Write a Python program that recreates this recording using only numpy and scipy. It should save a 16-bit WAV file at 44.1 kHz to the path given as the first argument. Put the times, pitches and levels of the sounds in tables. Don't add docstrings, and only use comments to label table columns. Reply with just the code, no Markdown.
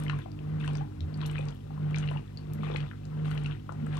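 import sys
import numpy as np
from scipy import signal
from scipy.fft import rfft, irfft
from scipy.io import wavfile

SR = 44100
rng = np.random.default_rng(int(sys.argv[2]) if len(sys.argv) > 2 else 0)


def generate_wav(signal):
    frames = np.transpose(np.atleast_2d(signal))
    scaled = np.clip(frames, -1, 1) * 32767
    pcm = np.round(scaled).astype(np.int16)
    wavfile.write(sys.argv[1], SR, pcm)


def how_loud(loudness_db):
    steps = np.asarray(loudness_db, float) / 20
    return 10 ** steps


N = 175959
T = np.arange(N) / SR


def in_time(rows):
    s, *columns = np.transpose(rows)
    return [np.interp(T, s, column) for column in columns]


def at_hz(points, hz):
    points_hz, values = np.transpose(points)
    return np.interp(np.log(hz + 1), np.log(points_hz), values)


def rms_one(x):
    return x / np.sqrt(np.mean(x ** 2) + 1e-20)


def bandpass(x, low_hz, high_hz, order=2):
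    return signal.sosfilt(signal.butter(order, [low_hz, high_hz], "band", fs=SR, output="sos"), x)


def sine(hz):
    return np.sin(2 * np.pi * np.cumsum(np.broadcast_to(hz, N)) / SR)


def drift(rate_hz):
    every, settle = 40, 2000
    r = np.exp(-2 * np.pi * rate_hz * every / SR)
    noise = rng.standard_normal(N // every + settle + 2)
    slow = signal.lfilter([1], [1, -2 * r, r * r], noise)[settle:]
    return np.interp(np.arange(N) / every, np.arange(len(slow)), rms_one(slow))


def ring(clicks, hz, t60_s):
    r, w = how_loud(-60 / (t60_s * SR)), 2 * np.pi * hz / SR
    return signal.lfilter([0, np.sin(w)], [1, -2 * r * np.cos(w), r * r], clicks + 1e-18)


def banded(spectrum, patchy_db, swing_db=0, high_follows=1):
    edges = 22.6 * 2 ** np.arange(0, 9.6, .5)
    white = rng.standard_normal((2, N))
    together = drift(30)
    out, plain_power = 0, 0
    for k, (low, high) in enumerate(zip(edges, edges[1:])):
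        hz = np.sqrt(low * high)
        if not spectrum[0][0] < hz < spectrum[-1][0]:
            continue
        band = how_loud(at_hz(spectrum, hz)) * bandpass(white[k % 2], low, high)
        plain_power += np.mean(band ** 2)
        follows = np.interp(np.log(hz), np.log([1000, 5000]), [1, high_follows])
        flicker_db = patchy_db * (.7 * together + drift(25))
        out = out + band * how_loud(follows * swing_db + flicker_db)
    return out / np.sqrt(plain_power)


# pitch_hz [Hz], level_db [dB per Hz]
HISS = [(290, -34), (500, -26), (659, -9), (1020, -13.5), (2890, -2.5), (14900, -18.5), (16000, -35)]


def microphone_hiss():
    near = banded(HISS, patchy_db=.4)
    far = how_loud(-6) * banded(HISS, patchy_db=.4)
    return how_loud(-65.5) * np.array([near, far])


def electronic_whine():
    whine = how_loud(-75 + 1.4 * drift(20)) * sine(14410)
    return np.array([whine, -how_loud(-5) * whine])


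# start_s [s], stop_s [s], level_db [dB]
SPURTS = [
    (-.1, 0.192, -57),
    (0.607, 0.796, -56),
    (1.216, 1.481, -57.5),
    (1.956, 2.175, -55.5),
    (2.634, 2.836, -54.5),
    (3.25, 3.52, -56.5),
    (3.926, 4.193, -53.5),
]


def flow():
    dribble_db, lead_s, lead_db = -19.5, 0.16, -10.5
    land_s, fade_db, drain_s = 0.0087, -5.5, .1
    rows = []
    for start_s, stop_s, db in SPURTS:
        rows += [(start_s - lead_s, db + dribble_db),
                 (start_s - land_s, db + lead_db),
                 (start_s, db),
                 (stop_s, db + fade_db),
                 (stop_s + drain_s, db + dribble_db)]
    return in_time(rows)[0]


# pitch_hz [Hz], level_db [dB per Hz]
HOSE = [(350, 3.5), (480, -3), (610, -2.5), (850, -5.5), (2000, -13.5), (3500, -36)]


def hose_gurgle():
    return how_loud(-58.5 + 10.5 * load()[2]) * banded(HOSE, patchy_db=1.5)


def hose_mouth(excitation):
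    return how_loud(-52) * ring(excitation, 820.6, t60_s=0.16)


# pitch_hz [Hz], level_db [dB per Hz]
SPLASH = [(500, -7), (900, -26), (1600, -30), (2700, 19), (4300, -6.5), (8000, -21), (16000, -48.5)]


def splash_rush(flow_db):
    swing_db = flow_db - flow_db.max()
    return how_loud(flow_db.max()) * banded(SPLASH, patchy_db=1.3, swing_db=swing_db, high_follows=0.57)


def grains(per_s, low_hz, high_hz, cycles, spread_db, vigour_db):
    sizes = how_loud(spread_db * np.minimum(rng.exponential(1, N), 3.5)) * rng.choice([-1, 1], N)
    born = rng.random(N) < per_s * how_loud(vigour_db / 2 + 4 * drift(25)) / SR
    pitches_hz = np.geomspace(low_hz, high_hz, num=16)
    dealt = rng.integers(0, 16, N)
    out = 0
    for k, hz in enumerate(pitches_hz):
        clicks = sizes * born * (dealt == k)
        softened = ring(ring(clicks, hz, cycles / hz), hz, 5 / hz)
        out = out + softened * hz ** 1.6
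    return rms_one(out)


def bubble_cloud(swing_db):
    return how_loud(-46.5 + .8 * swing_db) * grains(1000, 750, 3500, 22, 4.3, swing_db)


def spray(swing_db):
    return how_loud(-67 + 0.9 * swing_db) * grains(1500, 3800, 10000, 8, 3.8, swing_db)


def drops(table, slap_db):
    gain_db, rise_per_s, swell_cycles = 10.5, 7, 3.0
    out, t = np.zeros(N + SR), np.arange(SR // 16) / SR
    for s, db, hz, cycles in table:
        swell = np.sin(np.minimum(t * hz / swell_cycles, 1) * np.pi / 2) ** 2
        tone = np.sin(2 * np.pi * hz * (t + rise_per_s * t * t / 2))
        bubble = tone * how_loud(-60 * t * hz / cycles) * swell
        burst = np.exp(-t / (.0012 + 2 / hz)) * np.minimum(t / (.0003 + 1 / hz), 1)
        slap = bandpass(rng.standard_normal(len(t)) * burst, hz / 1.8, min(hz * 1.6, 16500), order=4)
        slap = how_loud(slap_db) * slap / np.abs(slap).max()
        first = int(s * SR)
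        out[first:first + len(t)] += how_loud(db + gain_db) * (bubble + slap)
    return out[:N]


# start_s [s], level_db
# [peak dB], pitch_hz [Hz]
GURGLES = [(0.564, -40, 814), (0.601, -40, 1670), (0.676, -32, 990), (0.753, -32, 1010), (0.92, -45, 1050),
           (1.23, -38, 1240), (1.256, -36, 790), (1.312, -34.5, 1140), (1.437, -54, 988),
           (1.776, -38.5, 1020), (1.863, -35, 781), (1.966, -33, 1440), (1.984, -47, 942),
           (2.054, -35, 1790), (2.113, -31, 980), (2.507, -41, 820), (2.7, -37, 1210), (2.713, -34, 795),
           (2.745, -30.5, 783), (2.932, -38.5, 1320), (3.125, -40, 977), (3.267, -49, 1460),
           (3.312, -30, 1400), (3.352, -36, 950), (3.377, -41, 820), (3.518, -38.5, 1410),
           (3.718, -33.5, 790), (3.866, -34.5, 1340),
           (0.5996, -39, 2350), (0.6405, -41, 2380), (0.7512, -33.5, 2290), (1.2057, -35.5, 2480),
         (1.3666, -35, 2450), (2.0754, -29, 2680), (2.641, -42, 3000), (2.6808, -55, 3430),
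         (2.713, -40, 3600), (2.8038, -32, 2980), (2.8619, -39, 2380), (3.2533, -38, 2700),
         (3.3144, -32, 2950), (3.4443, -37, 2680), (3.5105, -35, 2680)]
# start_s [s], level_db [peak dB], pitch_hz [Hz]
FLECKS = [(0.023, -54, 5570), (0.0357, -42, 7500), (0.0957, -44, 6040), (0.188, -49, 7850),
          (0.5995, -52.5, 6300), (0.6473, -52, 8100), (0.661, -51, 5690), (0.6772, -42.5, 6170),
          (0.7332, -47, 6060), (1.174, -48.5, 5850), (1.2633, -36.5, 7800), (1.3877, -45, 5800),
          (1.4137, -55, 6020), (1.454, -48.5, 5550), (1.5062, -49.5, 5500), (1.9085, -53, 6960),
          (1.9843, -37, 5830), (2.06, -50, 5900), (2.11, -50, 7100), (2.5346, -46, 5630),
          (2.7464, -53, 5410), (2.7689, -43.5, 5670), (2.807, -54, 5560), (3.3124, -47, 8100),
          (3.3478, -50, 8140), (3.4353, -47.5, 6100), (3.463, -45, 6050), (3.7224, -47.5, 5150),
          (3.9519, -53, 6300), (3.97, -44.5, 6350)]


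def small_drops():
    bubbles = [(s, db - 7, hz, 22.4) for s, db, hz in GURGLES]
    flecks = [(s, db - 9, hz, 20) for s, db, hz in FLECKS]
    return drops(bubbles, slap_db=-6.5) + drops(flecks, slap_db=3)


# start_s [s], level_db [peak dB], pitch_hz [Hz], decay_cycles [cycles]
GLUGS = [(0.096, -18.5, 1296, 2.4), (0.13, -36.5, 1050, 47), (0.257, -37.5, 696, 29),
         (0.678, -36, 475, 2.3), (0.807, -39, 760, 67), (1.389, -32.5, 487, 15), (1.703, -37, 750, 15),
         (2.11, -31, 492, 6), (2.146, -40, 760, 13), (2.159, -35.5, 823, 28), (2.698, -30, 475, 11),
         (2.745, -29.5, 475, 11), (3.691, -24, 940, 4.3), (3.971, -49, 1070, 13)]
# start_s [s], level_db [peak dB], pitch_hz [Hz], decay_cycles [cycles]
PLOPS = [(0.0641, -41, 2040, 54), (0.0807, -36.5, 2980, 40), (0.0978, -26, 2700, 22),
         (0.189, -34, 1610, 16.4), (0.3898, -42.5, 2680, 20), (0.643, -35.5, 1550, 24),
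         (1.2141, -28, 2760, 6.7), (1.2968, -31, 2220, 6), (1.3552, -28, 1840, 9.5),
         (1.381, -30.5, 2424, 41), (1.484, -50, 1270, 5.7), (1.944, -29, 2280, 28), (2.087, -31, 2730, 32),
         (2.1714, -42, 2730, 65), (2.632, -29.5, 1140, 11), (2.76, -23, 2155, 18.5),
         (2.9118, -32.5, 1410, 11.5), (3.256, -29.5, 1460, 8.5), (3.3767, -32, 2880, 14),
         (3.4594, -30, 2700, 34), (3.9699, -40, 1080, 36)]
# start_s [s], level_db [peak dB], pitch_hz [Hz], decay_cycles [cycles]
DROPS = [(0.317, -45, 4700, 24), (0.6769, -30.5, 2760, 16), (0.7537, -36, 4780, 22),
         (0.7713, -43.5, 5900, 31), (1.0058, -36.5, 3700, 20), (1.1421, -45.5, 4480, 57),
         (1.2588, -33, 3830, 19), (1.485, -31, 4100, 7.2), (1.9597, -29.5, 3760, 16),
         (1.9848, -36.5, 5780, 17), (2.373, -40, 4470, 65), (3.053, -42.5, 4530, 8.5),
         (3.308, -46, 4230, 13), (3.9689, -39.5, 4640, 11)]
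# start_s [s], level_db [peak dB], pitch_hz [Hz]
TICKS = [
    (0.0014, -41, 8950),
    (1.267, -48, 13900),
    (1.3133, -42.5, 8100),
    (1.548, -51.5, 11800),
    (1.983, -63, 8400),
    (2.5346, -38.5, 13200),
    (3.3064, -48, 8100),
    (3.865, -48, 8000),
]


def large_drops():
    ticks = [(s, db, hz, 26) for s, db, hz in TICKS]
    return drops(GLUGS + PLOPS + DROPS + ticks, slap_db=-12)


def barrel(x):
    t60_s, cut_hz = 0.23, 8800
    dull = np.exp(-2 * np.pi * cut_hz / SR)
    z = np.exp(-2j * np.pi * np.arange(N // 2 + 1) / N)
    lags_s = np.geomspace(.006, .023, num=8) * rng.uniform(.95, 1.05, size=8)
    echoes = 0
    for k, lag_s in enumerate(lags_s):
        loop = how_loud(-60 * lag_s / t60_s) * (1 - dull) / (1 - dull * z) * z ** np.round(lag_s * SR)
        echoes = echoes + (-1) ** k * loop / (1 - loop)
    return how_loud(-17.5) * irfft(rfft(x) * echoes, N)


def water():
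    flow_db = flow()
    swing_db = flow_db - flow_db.max()
    stream = hose_gurgle() + splash_rush(flow_db)
    bubbles = bubble_cloud(swing_db)
    stream += hose_mouth(stream + bubbles)
    hits = bubbles + spray(swing_db) + large_drops() + small_drops()
    return stream + hits + barrel(hits)


def cabinet_bump():
    return how_loud(-28) * np.exp(-((T - 1.035) / .045) ** 2) * np.sin(2 * np.pi * 84 * T)


# pitch_hz [Hz], level_db [dB per Hz]
RUMBLE = [(15, -46), (25, -6), (48, -25), (81, -2.5), (145, -1.5), (169, -30), (194, -8.5), (257, -10.5),
          (700, -25.5), (910, -62), (1540, -120)]


def rumble(share):
    return how_loud(-49.5 + 5 * share) * banded(RUMBLE, patchy_db=0.36)


# harmonic [multiple of mains], level_db [dB], load_gain_db [dB], wobble_db [dB]
HUM = [
    (1, -52.5, 6, 3),
    (2, -46.5, 1, 5),
    (4, -56.5, 4.5, 7),
    (5, -57.5, 3.5, 4),
    (6, -51.5, -1, 1.5),
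    (7, -62.5, 1, 4.5),
    (8, -64.5, -27, -10),
    (9, -69, 15.5, 1.5),
]
# start_s [s], level_db [dB]
PANEL_BUZZ = [
    (0, 2),
    (1.2, -0.5),
    (1.5, -13),
    (4, -4),
]


def motor_hum(share):
    mains_hz, dip_depth_db, dip_s, early_s = 50.2, -15, .075, .03
    dip_db = dip_depth_db * sum(np.exp(-((T - full + early_s) / dip_s) ** 2) for _, full, *_ in GULPS)
    panel_db = in_time(PANEL_BUZZ)[0]
    out = np.zeros(N)
    for k, db, load_db, wobble_db in HUM:
        level_db = db + load_db * share + min(wobble_db, .6 * k + .3) * drift(10)
        level_db += panel_db * (k == 6) + dip_db * (k == 1)
        phase = .08 * (k + 1) * drift(5) + rng.uniform(0, 7)
        out += np.sqrt(2) * how_loud(level_db) * np.sin(2 * np.pi * k * mains_hz * T + phase)
    return out


def priming_churn():
    centre_hz, width_hz, spread_s = 216.3, 50, 0.071
    noise = bandpass(rng.standard_normal(N), centre_hz - width_hz / 2, centre_hz + width_hz / 2)
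    swell = sum(np.exp(-((T - full) / spread_s) ** 2) for _, full, *_ in GULPS)
    return how_loud(-43) * rms_one(noise) * swell


# dry_s [s], full_s [s], full_level_db [blade tone dB when fully loaded],
# last_level_db [blade tone dB before it runs dry again]
GULPS = [
    (-.45, -0.04, -35, -32),
    (0.241, 0.539, -32, -31.5),
    (0.893, 1.188, -33.5, -34.5),
    (1.564, 1.851, -31.5, -32.5),
    (2.244, 2.603, -34, -31),
    (2.904, 3.205, -31.5, -33),
    (3.584, 3.831, -32.5, -32),
    (4.3, 4.5, -31, -31),
]


def load():
    dry_db, primed_db, prime_s, lose_s = -19, -13.5, 0.0833, 0.0718
    stall_hz, surge_hz, sag_hz = -11, 2.348, -2.43
    rows = []
    for (dry_s, full_s, db, last_db), (end_s, *_) in zip(GULPS, GULPS[1:]):
        rows += [(dry_s, db + dry_db, stall_hz, 0),
                 (dry_s + prime_s, db + primed_db, 0, .1),
                 (full_s, db, surge_hz, 1),
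                 (end_s - lose_s, last_db, sag_hz, 1)]
    return in_time(rows)


def blade_tone(blade_db, bend_hz):
    return np.sqrt(2) * how_loud(blade_db + 1.1 * drift(8)) * sine(150.15 + bend_hz + drift(6))


def pump():
    blade_db, bend_hz, share = load()
    body = cabinet_bump() + rumble(share) + motor_hum(share)
    return body + priming_churn() + blade_tone(blade_db, bend_hz)


# [near over far, dB]
FAR_PORT = [(60, -.5), (130, -1.2), (290, -.3), (640, 8), (1300, 13.5), (3100, 11.5), (6820, 9), (15000, 6)]
# pitch_hz [Hz], shared [share heard alike, 0-1]
SHARED = [(60, 1.0), (450, 1), (1000, 1), (2000, 0.87), (4000, 0.49), (15000, 0.12)]


def far_port(near):
    lag_s = 0.00072
    hz = np.arange(N // 2 + 1) * SR / N
    shared = np.clip(at_hz(SHARED, hz), 0, 1)
    turns = np.interp(hz, np.arange(0, SR / 2, 50), np.cumsum(rng.random(SR // 100)))
    scattered = np.exp(-2j * np.pi * turns)
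    direct = np.exp(-2j * np.pi * hz * lag_s)
    path = shared * direct + np.sqrt(1 - shared ** 2) * scattered
    return irfft(rfft(near) * how_loud(-at_hz(FAR_PORT, hz)) * path, N)


def scene():
    near = water() + pump()
    return np.array([near, far_port(near)]) + electronic_whine() + microphone_hiss()


def band_limit(x):
    return signal.sosfilt(signal.butter(12, 16650, fs=SR, output="sos"), x)


def record(dry):
    x = signal.sosfilt(signal.butter(3, 44, "high", fs=SR, output="sos"), dry)
    x = signal.sosfilt(signal.cheby2(30, 60, 15950, fs=SR, output="sos"), x)
    return band_limit(x)


dry = scene()
out = record(dry)
generate_wav(out)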